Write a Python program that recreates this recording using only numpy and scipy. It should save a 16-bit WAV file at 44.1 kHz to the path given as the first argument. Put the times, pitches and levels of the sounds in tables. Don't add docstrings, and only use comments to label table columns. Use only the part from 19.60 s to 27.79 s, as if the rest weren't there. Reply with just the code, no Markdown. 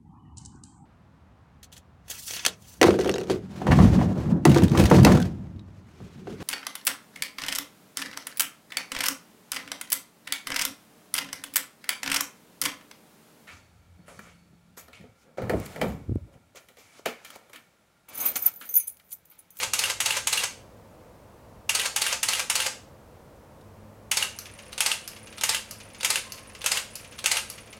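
import sys
import numpy as np
from scipy import signal
from scipy.fft import rfft, irfft
from scipy.io import wavfile

SR = 44100
rng = np.random.default_rng(int(sys.argv[2]) if len(sys.argv) > 2 else 0)


def makeup_ratio(level_db):
    decades = np.asarray(level_db, float) / 20
    return 10 ** decades


def digitize_waveform(pressure):
    field = np.atleast_2d(pressure).T
    bounded = np.clip(field, -1, 1)
    quanta = np.round(bounded * 32767).astype(np.int16)
    wavfile.write(sys.argv[1], SR, quanta)


N = 361174
LEAD = SR // 4
TIME = (np.arange(N + LEAD) - LEAD) / SR


def along(points, hz):
    f, v = np.transpose(points)
    return np.interp(np.log(hz + 1), np.log(f + 1), v)


def unit(x):
    return x / np.sqrt(np.mean(x ** 2))


def envelope(at, times, levels_db):
    return makeup_ratio(np.interp(at, times, levels_db, left=-120, right=-120))


# (frequency [Hz], bandwidth [Hz], relative level [dB])
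BODY_MODES = [(517, 39, 8), (886, 36, 5.5), (1255, 77, 0), (1600, 37, -1.5), (2023, 84, -1.5),
              (2720, 220, -4.5), (4430, 180, -6.5), (5220, 30, -6), (6060, 85, -3.5), (6570, 200, -5.5),
              (8500, 47, -2), (9070, 90, -1.5), (10000, 240, -7)]
HZ = np.fft.rfftfreq(8192, 1 / SR)


def coloured(x, spectrum, body_share=0., extra_db=0.):
    ring = sum(makeup_ratio(2 * db) / (1 + (2 * (HZ - centre) / width) ** 2) for centre, width, db in BODY_MODES)
    gain = unit(makeup_ratio(along(spectrum, HZ)) * np.sqrt(1 + body_share * ring))
    gain = gain * makeup_ratio(extra_db)
    cepstrum = irfft(np.log(gain + 1e-6))
    cepstrum[1:len(HZ) - 1] *= 2
    cepstrum[len(HZ):] = 0
    impulse_response = irfft(np.exp(rfft(cepstrum)))
    return signal.oaconvolve(x, impulse_response)[:len(x)]


def grit(rough_db, size):
    jumps = np.repeat(rng.standard_normal((N + LEAD) // size + 1), size)[:N + LEAD]
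    return unit(rng.standard_normal(N + LEAD) * makeup_ratio(rough_db * jumps))


# (frequency [Hz], level [dB])
LOOSE_PARTS = [(400, -8), (1200, -3), (2000, -3.5), (2800, -1), (4000, -1.5), (10000, -4.5), (15000, -6.5)]


def contacts(events, spectrum, rise, t60, rattle_db, rattle_t60, trim_db, knock_db):
    crack, rattle, knock = np.zeros((3, N + LEAD))
    for s, db in events:
        start = max(round((s - .02) * SR) + LEAD, 0)
        span = slice(start, start + SR // 5)
        u = TIME[span] - s - rise
        level = db + trim_db
        crack[span] += makeup_ratio(level + np.where(u < 0, 20 * u / rise, -60 * u / t60))
        rattle[span] += makeup_ratio(level + rattle_db - 60 * u / rattle_t60) * (u > 0)
        knock[round((s + rise) * SR) + LEAD] = makeup_ratio(level + knock_db)
    noise = grit(rough_db=1.5, size=12)
    low_pass = signal.butter(2, 2 * 3300 / SR)
    high_pass = signal.butter(2, 2 * 3300 / SR, "high")
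    blow = signal.lfilter(*low_pass, knock) + signal.lfilter(*high_pass, crack * noise)
    loose = coloured(rattle * noise, spectrum, 0.44, along(LOOSE_PARTS, HZ))
    return coloured(blow, spectrum, body_share=8.6) + loose


def after_each(events, steps):
    return [(s + lag, db + under) for s, db in events for lag, under in steps]


BURST_STARTS = [-0.1339, 2.0931]
SHOTS_PER_BURST, FRAME_S, FAST_DB = 4, .2685, -7
FAST_SHOTS = [(s + k * FRAME_S, FAST_DB) for s in BURST_STARTS for k in range(SHOTS_PER_BURST)]
# (time [s], level [dB before trim])
SLOW_SHOTS = [(4.5143, -6.5), (5.2052, -6), (5.8355, -6), (6.4465, -6), (7.0608, -6.5), (7.6585, -5.5)]
# (time from the mirror hit [s], level relative to it [dB])
RELEASE_STEP = (-0.00196, -14.5)
# (frequency [Hz], level [dB per Hz])
MIRROR_UP_COLOUR = [(180, -65), (300, -26), (526, -16.5), (663, -8.5), (908, -5), (1200, -4.5),
                    (1620, -2.5), (2750, 2), (4230, -8), (6600, -3), (11800, -8.5), (15600, -22.5)]


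def release():
    return contacts(after_each(FAST_SHOTS + SLOW_SHOTS, [RELEASE_STEP]), MIRROR_UP_COLOUR, rise=.0005, t60=.08,
                    rattle_db=-15, rattle_t60=.06, trim_db=-6, knock_db=8)


def mirror_up():
    return contacts(FAST_SHOTS + SLOW_SHOTS, MIRROR_UP_COLOUR, rise=0.000826, t60=0.03,
                    rattle_db=-3, rattle_t60=0.14, trim_db=-9.5, knock_db=12.7)


# (frequency [Hz], t60 [s], relative level sent to the reverberation [dB])
ROOM_DECAY = [(300, 0.21, -0.5), (776, 0.24, 3), (1660, 0.36, -1), (2820, 0.41, -4.5), (3500, 0.37, -1.5),
              (8040, 0.33, 1.5), (13900, 0.26, -1.5)]


def room(x):
    step = SR // 8
    out = np.zeros(len(x) + SR)
    f, t60, db = np.transpose(ROOM_DECAY)
    noise = rng.standard_normal((len(x) // step + 1, SR // 3))
    hz, t, z = signal.stft(noise, SR, nperseg=256)
    decay = makeup_ratio(-60 * t / np.interp(hz, f, t60)[:, None])
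    tails = signal.istft(z * decay, SR, nperseg=256)[1]
    for k, tail in enumerate(tails):
        wet = signal.fftconvolve(x[k * step:(k + 1) * step], tail / np.linalg.norm(tail))
        out[k * step + 160:][:len(wet)] += wet
    return coloured(out[:len(x)], np.transpose([f, db]))


# (time after the mirror hit [s], level relative to it [dB])
SHUTTER_STEPS = [(.049, -14), (0.0539, 1), (.0565, -4.5), (.061, -9.5)]
# (frequency [Hz], level [dB per Hz])
FAST_BLINDS_COLOUR = [(180, -44), (300, -23), (879, -7), (1620, -9), (2800, -7.5), (3520, -10), (4370, -4),
                      (4900, -9.5), (6080, -10), (7660, -10.5), (8750, -10.5), (15600, -25.5)]
SLOW_BLINDS_COLOUR = [(180, -61), (300, -16), (879, -3.5), (1620, -5), (2010, -2), (3580, -6), (5240, -2.5),
                      (5600, -7.5), (8750, -5.5), (9500, -15), (10300, -9), (15600, -25)]


def shutter():
    groups = (FAST_SHOTS, FAST_BLINDS_COLOUR), (SLOW_SHOTS, SLOW_BLINDS_COLOUR)
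    return sum(contacts(after_each(group, SHUTTER_STEPS), colour, rise=.003, t60=0.019,
                        rattle_db=-8.5, rattle_t60=0.066, trim_db=-10.5, knock_db=12.4)
               for group, colour in groups)


# (start, two breakpoints near full level, standstill: time after the mirror hit [s]; level [dB rms])
FAST_RUNS = [(0.047, 0.091, 0.11, 0.14, -30), (0.123, 0.173, .167, 0.193, -29.5)]
SLOW_RUNS = [(0.048, 0.076, .13, .19, -32.5)]
RISE_DB, COAST_DB = 5.5, 28
# (frequency [Hz], level [dB per Hz])
GEAR_COLOUR = [(240, -36), (400, -11), (695, -10), (944, -5.5), (1690, -6), (2230, 0.5), (2480, -0.5),
               (2720, -3.5), (2980, -3.5), (8710, -9.5), (12600, -16), (15600, -29.5)]


def whirr():
    level = np.zeros(N + LEAD)
    for group, runs in ((FAST_SHOTS, FAST_RUNS), (SLOW_SHOTS, SLOW_RUNS)):
        for *times, db in runs:
            for s, _ in group:
                level += envelope(TIME - s, times, [db - RISE_DB, db, db, db - COAST_DB])
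    return coloured(level * grit(rough_db=2.5, size=30), GEAR_COLOUR, body_share=0.8)


# (time after the mirror hit [s], level relative to it [dB])
FAST_DROP_STEPS = [(0.1026, -1.5), (0.119, -8.5)]
SLOW_DROP_STEPS = [(.110, -2.5), (0.132, -17)]
# (frequency [Hz], level [dB per Hz])
MIRROR_DOWN_COLOUR = [(180, -58), (300, -33), (1000, -25), (1620, -1), (2330, -14), (2800, 4.5),
                      (3140, -1.5), (4990, -15), (6280, -13.5), (6940, -14.5), (10300, -12), (15600, -29)]


def mirror_down():
    drops = after_each(FAST_SHOTS, FAST_DROP_STEPS) + after_each(SLOW_SHOTS, SLOW_DROP_STEPS)
    return contacts(drops, MIRROR_DOWN_COLOUR, rise=0.001011, t60=0.047,
                    rattle_db=-16.0, rattle_t60=0.11, trim_db=-7.5, knock_db=16.6)


# (frequency [Hz], relative level [dB per Hz])
HUSH_COLOUR = [(15, -43), (28, -8), (40, -10.5), (52, -4), (107, -4.5), (183, -8.5), (216, -8.5),
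               (400, -12), (510, -6), (829, -15), (898, -14), (1060, -16), (1580, -23.5), (1710, -24.5),
               (3360, -33), (15600, -38.5)]
HUSH_DB = -51
# (time [s], peak level near 100 Hz [dB], peak level near 215 Hz [dB])
HUM_LEVELS = [(0, -54.5, -64), (1.6, -60, -67), (2.2, -53.5, -62), (2.5, -66, -65.5), (3.9, -64, -65.5),
              (4.06, -49, -57), (5.3, -62.5, -58.5), (6.25, -52, -56.5), (6.45, -59.5, -59),
              (8.19, -60.5, -63)]


def hush():
    air = makeup_ratio(HUSH_DB) * unit(coloured(rng.standard_normal(N), HUSH_COLOUR))
    t = np.arange(N) / SR
    s, *levels = np.transpose(HUM_LEVELS)
    for hz, db in zip((101, 215), levels):
        drift = np.cumsum(rng.standard_normal(N)) * np.sqrt(9 / SR)
        air = air + makeup_ratio(np.interp(t, s, db)) * np.sin(2 * np.pi * hz * t + drift)
    return air


# (time after the mirror hit [s], level relative to it [dB])
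FAST_STOP_STEPS = [(.159, -16), (.162, -7), (0.1639, -4), (0.169, -5.5), (.179, -16)]
# (frequency [Hz], level [dB per Hz])
STOP_THUD_COLOUR = [(180, -58), (300, -16), (509, -11.5), (923, -6), (1370, -5), (1590, -3.5), (1820, -4.5),
                    (2700, -3), (3700, -8), (6940, -6), (11800, -16), (15600, -27)]


def fast_stop():
    return contacts(after_each(FAST_SHOTS, FAST_STOP_STEPS), STOP_THUD_COLOUR, rise=0.00276, t60=0.014,
                    rattle_db=-12.5, rattle_t60=0.14, trim_db=-10.5, knock_db=16.7)


# (time [s], level [dB before trim])
DIAL_CLICK = [(4.008, -44)]
# (time [s], level [dB before trim])
PAWL_TAPS = [(5.1274, -19), (5.7803, -19.5), (6.4074, -17), (7.015, -19), (7.5876, -17.5)]
# (frequency [Hz], level [dB per Hz])
PAWL_COLOUR = [(710, -23), (1200, -2.5), (1900, -8.5), (2770, -5.5), (3090, -5.5), (3870, -5), (7130, -18),
               (9120, -13), (15600, -29)]


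def dial_and_pawl():
    return contacts(PAWL_TAPS + DIAL_CLICK, PAWL_COLOUR, rise=.0015, t60=0.038,
                    rattle_db=-6.0, rattle_t60=0.11, trim_db=-13.0, knock_db=11.2)


CREEP_START_S, CREEP_DB, STRAIN_DB, EASE_S, CREEP_WAVER_DB = .19, -56, 3, .13, -1
# (frequency [Hz], level [dB per Hz])
SLOW_GEAR_COLOUR = [(600, -33), (1100, -3.5), (2500, 2), (4000, -8), (6300, -9), (7800, -15), (11000, -18),
                    (13000, -21), (16000, -36)]


def creep():
    stops = [s for s, _ in SLOW_STOPS] + [N / SR]
    levels = CREEP_DB + np.array([0, 0, STRAIN_DB, 0, 0])
    level = np.zeros(N + LEAD)
    for (shot, _), (latched, _), stop in zip(SLOW_SHOTS, LATCH_SNAPS, stops):
        times = [shot + CREEP_START_S, latched, latched + 0.031, latched + EASE_S, stop]
        level += envelope(TIME, times, levels)
    waver_times = np.linspace(TIME[0], TIME[-1], num=120)
    waver = makeup_ratio(CREEP_WAVER_DB * np.interp(TIME, waver_times, rng.standard_normal(120)))
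    return coloured(level * waver * grit(rough_db=3.5, size=200), SLOW_GEAR_COLOUR, body_share=.7)


# times [s], one row a frame
TOOTH_TIMES = [
    [4.764, 4.780, 4.8189, 4.8653, 4.9132, 4.9372, 4.9776, 5.0235, 5.0574, 5.0814, 5.1214],
    [5.4405, 5.456, 5.5174, 5.55, 5.5885, 5.6301, 5.658, 5.7024, 5.7174, 5.7673],
    [6.0916, 6.105, 6.1853, 6.231, 6.2522, 6.2877, 6.334, 6.3849],
    [6.6643, 6.7, 6.756, 6.7915, 6.8316, 6.8732, 6.8902, 6.9346, 6.99],
    [7.3068, 7.3337, 7.4056, 7.4355, 7.4764, 7.5118, 7.5617, 7.574],
    [7.885, 7.955, 8.0057, 8.0184, 8.0596, 8.104, 8.117, 8.167],
]
# (nominal frequency [Hz], nominal level [dB], t60 [s])
TOOTH_MODES = [(9700, -4, 0.013), (8700, -6, 0.0068), (10100, -4.5, 0.0074)]
# (nominal time after the strike [s], nominal level relative to it [dB])
TOOTH_BOUNCES = [(.0058, -3.5), (.013, -10)]
TICK_DB, TICK_SCATTER_DB, SLACK_DB = -35, 1.5, -1.5


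def ticks():
    t = np.arange(SR // 40) / SR
    out = np.zeros(N + LEAD + SR)
    strikes = [(s, TICK_DB + TICK_SCATTER_DB * rng.standard_normal() + SLACK_DB * (s < latched))
               for frame, (latched, _) in zip(TOOTH_TIMES, LATCH_SNAPS) for s in frame]
    bounces = [(s + 0.00078 * rng.standard_normal(), db + 3 * rng.standard_normal())
               for s, db in after_each(strikes, TOOTH_BOUNCES)]
    onset = 1 - np.exp(-t / 0.00072)
    for s, db in strikes + bounces:
        luck = rng.standard_normal((len(TOOTH_MODES), 2))
        wander = .06 * np.cumsum(rng.standard_normal(len(t)))
        ring = np.zeros(len(t))
        for (hz, level, t60), (louder, higher) in zip(TOOTH_MODES, luck):
            tone = np.sin(2 * np.pi * hz * (1 + higher / 80) * t + wander)
            ring += makeup_ratio(level + 2 * louder - 60 * t / t60) * tone
        out[round(s * SR) + LEAD:][:len(t)] += makeup_ratio(db) * ring * onset
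    return out[:N + LEAD]


# (time [s], level [dB before trim])
LATCH_SNAPS = [(4.787, -18), (5.476, -17), (6.109, -17.5), (6.7203, -18.5), (7.3538, -17), (7.8997, -18)]
# (frequency [Hz], level [dB per Hz])
LATCH_COLOUR = [(710, -30), (1200, -4.5), (1880, -10), (2890, -5), (3220, -15), (4740, -2), (8930, -10),
                (11700, -2), (15600, -19.5)]


def latch():
    return contacts(LATCH_SNAPS, LATCH_COLOUR, rise=0.00079, t60=0.021,
                    rattle_db=-7, rattle_t60=0.17, trim_db=-11.5, knock_db=9.8)


# (time [s], level [dB before trim])
SPOOL_KNOCKS = [(4.853, -28), (4.9855, -30), (5.0624, -39), (5.5598, -30), (5.6675, -30.5), (5.7234, -32.5),
                (6.199, -28.5), (6.299, -39), (6.3435, -31), (6.775, -29.5), (6.947, -28), (7.443, -31),
                (7.5193, -31), (7.9768, -28.5), (8.0696, -38), (8.125, -29.5)]
# (time from the pawl [s], level relative to it [dB])
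PAWL_LEAD_STEPS = [(-0.0086, -13)]


def knocks():
    return contacts(SPOOL_KNOCKS + after_each(PAWL_TAPS, PAWL_LEAD_STEPS), SLOW_GEAR_COLOUR, rise=0.0033, t60=0.066,
                    rattle_db=-3.5, rattle_t60=0.14, trim_db=-10.5, knock_db=5.4)


# (time [s], level [dB before trim])
SLOW_STOPS = [(5.1779, -8.5), (5.81, -9), (6.4298, -8.5), (7.0411, -8), (7.6405, -8.5)]
# (frequency [Hz], level [dB per Hz])
STOP_CLACK_COLOUR = [(240, -16), (400, 1), (1320, -5), (1610, 2), (1850, -4), (2600, 2), (5420, -6.5),
                     (6510, -3.5), (10200, -6.5), (15600, -27)]


def slow_stop():
    return contacts(SLOW_STOPS, STOP_CLACK_COLOUR, rise=0.0014, t60=0.019,
                    rattle_db=-5.0, rattle_t60=0.11, trim_db=-13.5, knock_db=12.7)


# (from [Hz], to [Hz], peak level [dB], settles relative to that [dB])
WHINE_TONE = (1037.5, 1062, -48.5, -10)
WHINE_TIMES = (6.62, 6.66, 6.8, 7.02)


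def whine():
    low_hz, high_hz, db, settle_db = WHINE_TONE
    wander = np.cumsum(rng.standard_normal(len(TIME))) * np.sqrt(90 / SR)
    pitch = np.interp(TIME, WHINE_TIMES, [low_hz, low_hz, high_hz, high_hz])
    level = envelope(TIME, WHINE_TIMES, db + np.array([-20, 0, settle_db, settle_db]))
    return level * np.sin(2 * np.pi * np.cumsum(pitch) / SR + wander)


def scene():
    shots = release() + mirror_up() + shutter() + mirror_down()
    advance = fast_stop() + dial_and_pawl() + latch() + knocks() + slow_stop()
    motor = whirr() + creep() + whine()
    camera = shots + advance + motor
    teeth = ticks()
    to_room = camera + makeup_ratio(-8) * teeth
    sound = camera + teeth + makeup_ratio(-7.0) * room(to_room)
    return (sound[LEAD:] + hush())[None]


def band_limit(x):
    return signal.sosfilt(signal.butter(12, 16650, fs=SR, output="sos"), x)


def record(dry):
    low_pass = signal.butter(12, 2 * 16100 / SR, output="sos")
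    mix = signal.sosfilt(low_pass, dry)
    return band_limit(mix)


dry = scene()
out = record(dry)
digitize_waveform(out)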